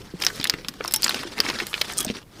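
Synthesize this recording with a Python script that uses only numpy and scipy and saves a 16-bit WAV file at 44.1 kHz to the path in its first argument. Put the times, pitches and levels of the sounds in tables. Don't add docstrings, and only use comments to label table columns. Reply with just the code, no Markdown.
import sys
import numpy as np
from scipy import signal
from scipy.fft import rfft, irfft
from scipy.io import wavfile
from scipy.ndimage import uniform_filter1d, map_coordinates

SR = 44100
rng = np.random.default_rng(int(sys.argv[2]) if len(sys.argv) > 2 else 0)


def dump_mix(stems):
    frames = np.atleast_2d(stems).T
    limited = np.clip(frames, -1, 1)
    pcm = np.round(limited * 32767).astype(np.int16)
    wavfile.write(sys.argv[1], SR, pcm)


def ratio(d):
    e = np.asarray(d, float) / 20
    return 10 ** e


N = 105840
CRACKLES_PER_S, CRACKLE_SPREAD_DB, CRACKLE_CAP = 3500, 3, 0.97


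def unit(x):
    return x / np.sqrt(np.mean(x ** 2) + 1e-20)


def along(points, hz):
    f, v = np.transpose(points)
    return np.interp(np.log(hz + 1), np.log(f + 1), v)


def coloured(x, spectrum):
    gain = ratio(along(spectrum, np.fft.rfftfreq(N, 1 / SR)))
    return unit(irfft(rfft(x) * gain, N))


def wobble(rate_hz):
    knots = rng.standard_normal(int(N * rate_hz / SR) + 4)
    return map_coordinates(knots, [np.arange(N) * rate_hz / SR])


def placed(rows, start_s):
    at = np.round(start_s * SR).astype(int)[:, None] + np.arange(rows.shape[1])
    return np.bincount(at.ravel(), rows.ravel(), N + rows.shape[1] + SR)[:N]


def floor():
    # (frequency [Hz], density [dB per Hz])
    floor_spectrum = [(13, -43), (22, -7.5), (74, -8.5), (169, -7), (256, -14.5), (432, -17), (539, -21.5),
                      (4500, -38.5), (16000, -38.5)]
    level_db = -47.5 + wobble(7.8)
    return ratio(level_db) * coloured(rng.standard_normal(N), floor_spectrum)


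def crackle_sizes(draw):
    return ratio(-CRACKLE_SPREAD_DB * np.log(1 - CRACKLE_CAP * draw))


def crackles():
    # (frequency [Hz], density [dB per Hz])
    film_spectrum = [(450, -4.5), (1500, 0), (2600, -3), (3800, -2.5), (5300, -1.8), (6700, -11.5),
                     (10400, -18), (17600, -120)]
    slide, patch_db = 0.5, 3
    draw = rng.random((int(CRACKLES_PER_S * N / SR), 3))
    sign = np.sign(draw[:, 2:] - 0.5)
    ticks = placed(crackle_sizes(draw[:, 1:2]) * sign, draw[:, 0] * N / SR)
    z = signal.stft(unit(ticks) + slide * rng.standard_normal(N), nperseg=256)[2]
    panels = uniform_filter1d(rng.standard_normal(z.shape), size=3, axis=0)
    panels = uniform_filter1d(panels, size=6, axis=1)
    patchy = signal.istft(z * ratio(patch_db * unit(panels)), nperseg=256)[1][:N]
    return coloured(patchy, film_spectrum)


def grains(per_s, hz, octaves, size):
    cycles, rise_cycles = 4.3, 0.86
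    draw = rng.random((int(per_s * N / SR), 4))
    spread = draw[:, 1:2] + draw[:, 2:3] - 1
    pitch_hz = np.clip(hz * 2 ** (octaves * spread * 2.3), 60, SR * 0.4)
    u = pitch_hz * np.arange(size) / SR
    envelope = ratio(-60 * u / (2.43 * cycles)) * (1 - np.exp(-u / rise_cycles))
    rows = crackle_sizes(draw[:, 3:]) * envelope * np.sin(2 * np.pi * u)
    return unit(placed(rows, draw[:, 0] * N / SR))


def rustle():
    # (time [s], handling level [dB], brightness [dB], weight [dB])
    handling = [(0, -51, -3, 15), (0.178, -51.5, -5, -4), (0.217, -40, 5.5, 3), (.38, -43, 7, 0),
                (.58, -48, -27, 9), (.71, -55.5, -34, 9), (0.861, -43.5, 3, 2.5), (1.0, -45.5, -12, -2),
                (1.06, -34.5, 6, 1.5), (1.22, -38.5, -4, 1.5), (1.286, -45.5, -8, 4.5), (1.477, -38, 0, 3),
                (1.66, -36.5, -2, -1), (1.699, -47.5, 13.5, -2), (1.76, -40.5, 7.5, -6.5),
                (2.174, -41.5, -9, 6.5), (2.242, -68, -13, -15), (2.4, -47.5, -2, 12)]
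    crackle_db, clump_db, fizz_db, shift_db = 1, 3, -12, -7.5
    s, *cols = np.transpose(handling)
    level_db, bright_db, weight_db = [np.interp(np.arange(N) / SR, s, c) for c in cols]
    shared_db = level_db + crackle_db + clump_db * wobble(60)
    fizz = grains(CRACKLES_PER_S, hz=9100, octaves=0.54, size=150)
    shift = grains(CRACKLES_PER_S / 5, hz=352.4, octaves=0.43, size=2000)
    low = ratio(shift_db + weight_db) * shift
    high = ratio(fizz_db + bright_db) * fizz
    return ratio(shared_db) * (crackles() + high + low)


def thumps():
    # (time [s], peak level [dB], frequency [Hz])
    finger_thumps = [(0.135, -25.5, 330), (0.137, -26.5, 171), (0.395, -26.5, 316), (0.537, -25, 350),
                     (0.394, -29, 166), (0.536, -27.5, 167), (0.684, -29, 236), (0.803, -20, 490),
                     (1.139, -25.5, 456), (1.198, -30, 300), (1.249, -26.5, 350), (1.394, -21.5, 382),
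                     (1.482, -23, 290), (1.495, -24, 320), (1.618, -23, 357), (1.736, -30, 410),
                     (1.809, -27.5, 465), (1.995, -29, 269), (2.049, -22.5, 630), (2.066, -21.5, 222),
                     (2.097, -18.5, 206)]
    gain_db, lag_s, cycles, rise_cycles = 0.5, 0.0031, 1.97, 0.36
    s, db, hz = np.transpose(finger_thumps)[:, :, None]
    u = hz * np.arange(2500) / SR
    decay = ratio(db + gain_db - 60 * u / (3.44 * cycles))
    rows = 2 * decay * np.sin(2 * np.pi * u) * (1 - np.exp(-u / rise_cycles))
    return placed(rows, s[:, 0] + lag_s)


def resonate(rows, hz, q, edge_hz=490000.0):
    edge_damp = 1
    f = np.fft.rfftfreq(rows.shape[1], 1 / SR)
    edge = 1 - (f / edge_hz) ** 2 + 1j * edge_damp * f / edge_hz
    loss = 1j * f * hz / q
    response = loss / (hz * hz - f * f + loss) / edge
    out = irfft(rfft(rows) * response ** 2, rows.shape[1])
    return out / np.abs(out).max(axis=1, keepdims=True)


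def snaps():
    # (time [s], peak level [dB], panel ring [Hz], thin-
    # film sizzle [dB], bag-body knock [dB])
    crease_snaps = [(0.1999, -34, 2320, 3.5, -1), (0.212, -25, 4600, -10, -8),
                    (0.2202, -11.5, 4770, -11.5, -12), (0.236, -13, 2700, -4, -10.5),
                    (0.2474, -9, 5300, -4, -29), (0.2649, 7, 4860, -20, -17), (0.2823, -22, 3370, -29, -24),
                    (0.3008, -25, 1340, -10, -21), (0.3982, -21, 4300, -19, -10),
                    (0.411, -19.5, 3520, -10, -10.5), (0.4282, -18.5, 3270, -25, -22.5),
                    (0.441, -7.5, 3820, -1.5, -21.5), (0.4525, -20.5, 2720, -28, 3.5),
                    (0.4705, -14, 3570, -5, -21), (0.4964, 7, 4810, -13, -19.5),
                    (0.5372, -16.5, 2060, -15, -12), (0.6461, -32.5, 3500, -8, 6),
                    (0.6832, -11.5, 4900, -7.5, -15),
                    (0.807, -17.5, 1510, -39, -13), (0.847, -17.5, 944, -7, -30),
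                     (0.8773, -9, 5340, -5, -32), (0.9088, -23, 5300, 0, -8), (0.9372, 1.5, 7830, 5, -23.5),
                     (0.9417, -5.5, 5060, -38, -17), (0.9601, -7.5, 5800, 2.5, -45),
                     (1.0208, -16.5, 4700, 4.5, -18), (1.0304, -3.5, 4560, -48, -43),
                     (1.037, -19, 4700, 6, -8.5), (1.042, -1.5, 4600, -4, -42), (1.0618, -20, 2500, -26, 4),
                     (1.0788, -11.5, 4460, -36, -10.5), (1.0926, -9, 4100, -4, -9),
                     (1.107, -21, 2950, -25, -1), (1.1223, -24, 2680, -36, -41),
                     (1.1432, -15, 4600, -6.5, -3), (1.2312, -23.5, 1390, -3.5, 1),
                     (1.74, -8.5, 2600, -17, -16.5), (1.8114, -15, 4540, -32, -12),
                    (1.3797, -21.5, 2170, -6, -5), (1.4017, 5, 4670, -11, -15), (1.462, -17.5, 1860, -18, -7),
                  (1.488, -19, 5100, -17, 1), (1.4987, -16, 4300, -8.5, -2),
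                  (1.5997, -13.5, 2300, -12, -7.5), (1.667, -18, 4400, 3.5, -27),
                  (1.7772, -33, 4200, -20, 9), (1.815, -11, 4460, -16, -9), (1.898, -29, 2310, -29, 4.5),
                  (1.9213, -27, 5350, 3.5, -27), (1.9704, -19, 8300, -7, -26),
                  (1.9807, -0.5, 8960, -24, -35), (1.9864, -3, 8500, -8, -33), (2.004, -17, 8500, 7, -20),
                  (2.009, -26.5, 8060, 10, -32), (2.0268, -28, 8200, 7, -25), (2.0463, -9.5, 8240, -5, -39),
                  (2.064, -20, 4700, -26, -25), (2.0787, -25, 2930, -29, -22),
                  (2.088, -26.5, 2730, -31, -14), (2.0993, -17.5, 2620, -20, -26),
                    (0.2176, -17, 5000, -12, -16), (0.2245, -22, 3460, -8, -30),
                   (0.3075, -38, 1500, -30, -19), (0.4725, -24, 6450, 0, -30), (0.525, -31, 3000, -22, -14),
                   (0.554, -46, 3020, -20, -8), (0.5846, -36, 2470, -15, -5),
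                   (0.6887, -26.5, 5600, -1, -37), (0.7372, -36.5, 6850, -2, -0.5),
                   (0.8008, -42, 4100, -7, 4), (0.8397, -19, 4970, -18, -15), (0.856, -19, 4500, -17, -19),
                   (0.921, -21.5, 8000, 4, -30), (1.013, -29, 5000, -5, -30), (1.0444, 2, 7040, -33, -21),
                   (1.068, -17, 7500, -7, -33), (1.115, -25, 3480, -30, -9), (1.191, -28, 4000, -4, -4),
                   (1.3215, -31, 1130, -8, -2), (1.387, -21, 4500, -8, -1), (1.434, -25.5, 1410, -12, -19),
                   (1.455, -23.5, 4740, -12, -2), (1.485, -20, 5530, -10, -2),
                   (1.503, -22, 5240, -17, -1.5), (1.509, -23.5, 2160, -17, -3),
                   (1.529, -27, 1400, -15, -23), (1.5585, -29, 3300, -13, -29),
                   (1.5868, -18.5, 4250, -15, -6), (1.7293, -24, 3200, -25, -2),
                   (1.7486, -22.5, 2530, -30, -30), (1.8132, -6, 3270, -5, -16),
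                   (1.8448, -32, 3120, -21, 0), (1.934, -16, 7900, -15, -32), (1.976, -19, 8400, 4, -34),
                   (1.997, -15, 10000, -19, -19), (2.04, -39, 4300, -20, -30),
                   (2.1667, -27, 2630, -10, -25), (2.2264, -42.5, 3000, -12, -12)]
    slip_t60_s, first_slip, sharpen = 0.017, 16, 0.72
    ring_db, film_db, sizzle_gain_db, knock_gain_db = -4.5, -3, 2.5, 4.5
    ring_width_hz, film_hz, film_width_hz, film_pull = 1700, 4700, 4300, 0.25
    table = np.array(crease_snaps)
    s, db, hz, sizzle_db, knock_db = table.T[:, :, None]

    t = np.arange(2048) / SR
    draw = rng.standard_normal((len(s), 2048))
    slips = draw * np.abs(draw) * ratio(-60 * t / slip_t60_s) * (t < 0.03)
    slips = slips + first_slip * ratio(sharpen * db) * (t == 0)
    slips = np.pad(slips, [(0, 0), (52, 0)])[:, :2048]

    edge_hz = np.maximum(np.minimum(2.3 * hz, 6500), 1.3 * hz)
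    pulled_hz = film_hz * (hz / film_hz) ** (1 - film_pull)
    film_q = (hz + film_hz) / 2 / film_width_hz
    panel = resonate(slips, hz, 1 + hz / ring_width_hz)
    film = resonate(slips, pulled_hz, film_q, edge_hz)
    sizzle = resonate(slips, hz=9100, q=0.55)
    knock = resonate(slips, 1435, 0.57, edge_hz)
    sound = ratio(ring_db) * panel + ratio(film_db) * film
    sound += ratio(sizzle_db + sizzle_gain_db) * sizzle
    sound -= ratio(knock_db + knock_gain_db) * knock
    return placed(ratio(db) * sound, s[:, 0])


def singing():
    # (time [s], level [dB], frequency [Hz])
    taut_panels = [(.943, -30, 880), (.961, -31, 860), (.943, -19, 5250), (.961, -20, 5500),
                   (.878, -24, 5300), (.91, -30, 5300), (1.982, -28, 3300), (2.005, -24, 3320),
                   (2.029, -28, 3290), (1.986, -33, 1250), (1.998, -31, 1200), (2.048, -25, 640),
                   (.847, -31, 1050), (2.099, -26, 470)]
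    t60_s, rise_s = 0.05, 0.0015
    s, db, hz = np.transpose(taut_panels)[:, :, None]
    t = np.arange(3000) / SR
    envelope = ratio(db - 60 * t / t60_s) * (1 - np.exp(-t / rise_s))
    return placed(envelope * np.sin(2 * np.pi * hz * t), s[:, 0]) * ratio(5 * wobble(200))


def cabin(x):
    # (frequency [Hz], t60 [s])
    cabin_t60 = [(200, 0.09), (2000, 0.08), (6000, 0.017), (14000, 0.056)]
    gap = int(0.002 * SR)
    out, step = np.zeros(N + SR), SR // 12
    for start in range(0, N, step):
        hz, t, z = signal.stft(rng.standard_normal(SR // 5), SR, nperseg=128)
        decay = ratio(-60 * t / along(cabin_t60, hz)[:, None])
        tail = signal.istft(z * decay, SR, nperseg=128)[1]
        wet = signal.fftconvolve(x[start:start + step], tail / np.linalg.norm(tail))
        out[start + gap:][:len(wet)] += wet
    return out[:N]


def scene():
    cabin_db = -11.5
    bag = snaps() + thumps() + singing() + rustle()
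    return (bag + ratio(cabin_db) * cabin(bag) + floor())[None]


def low_pass(x):
    return signal.sosfilt(signal.butter(12, 16650, fs=SR, output="sos"), x)


def record(dry):
    ceiling, hardness, top_hz = 0.92, 8, 15360
    x = dry / (1 + np.abs(dry / ceiling) ** hardness) ** (1 / hardness)
    f = np.fft.rfftfreq(N, 1 / SR)
    x = irfft(rfft(x) / (1 + (f / top_hz) ** 80), N)
    return low_pass(x)


dry = scene()
out = record(dry)
dump_mix(out)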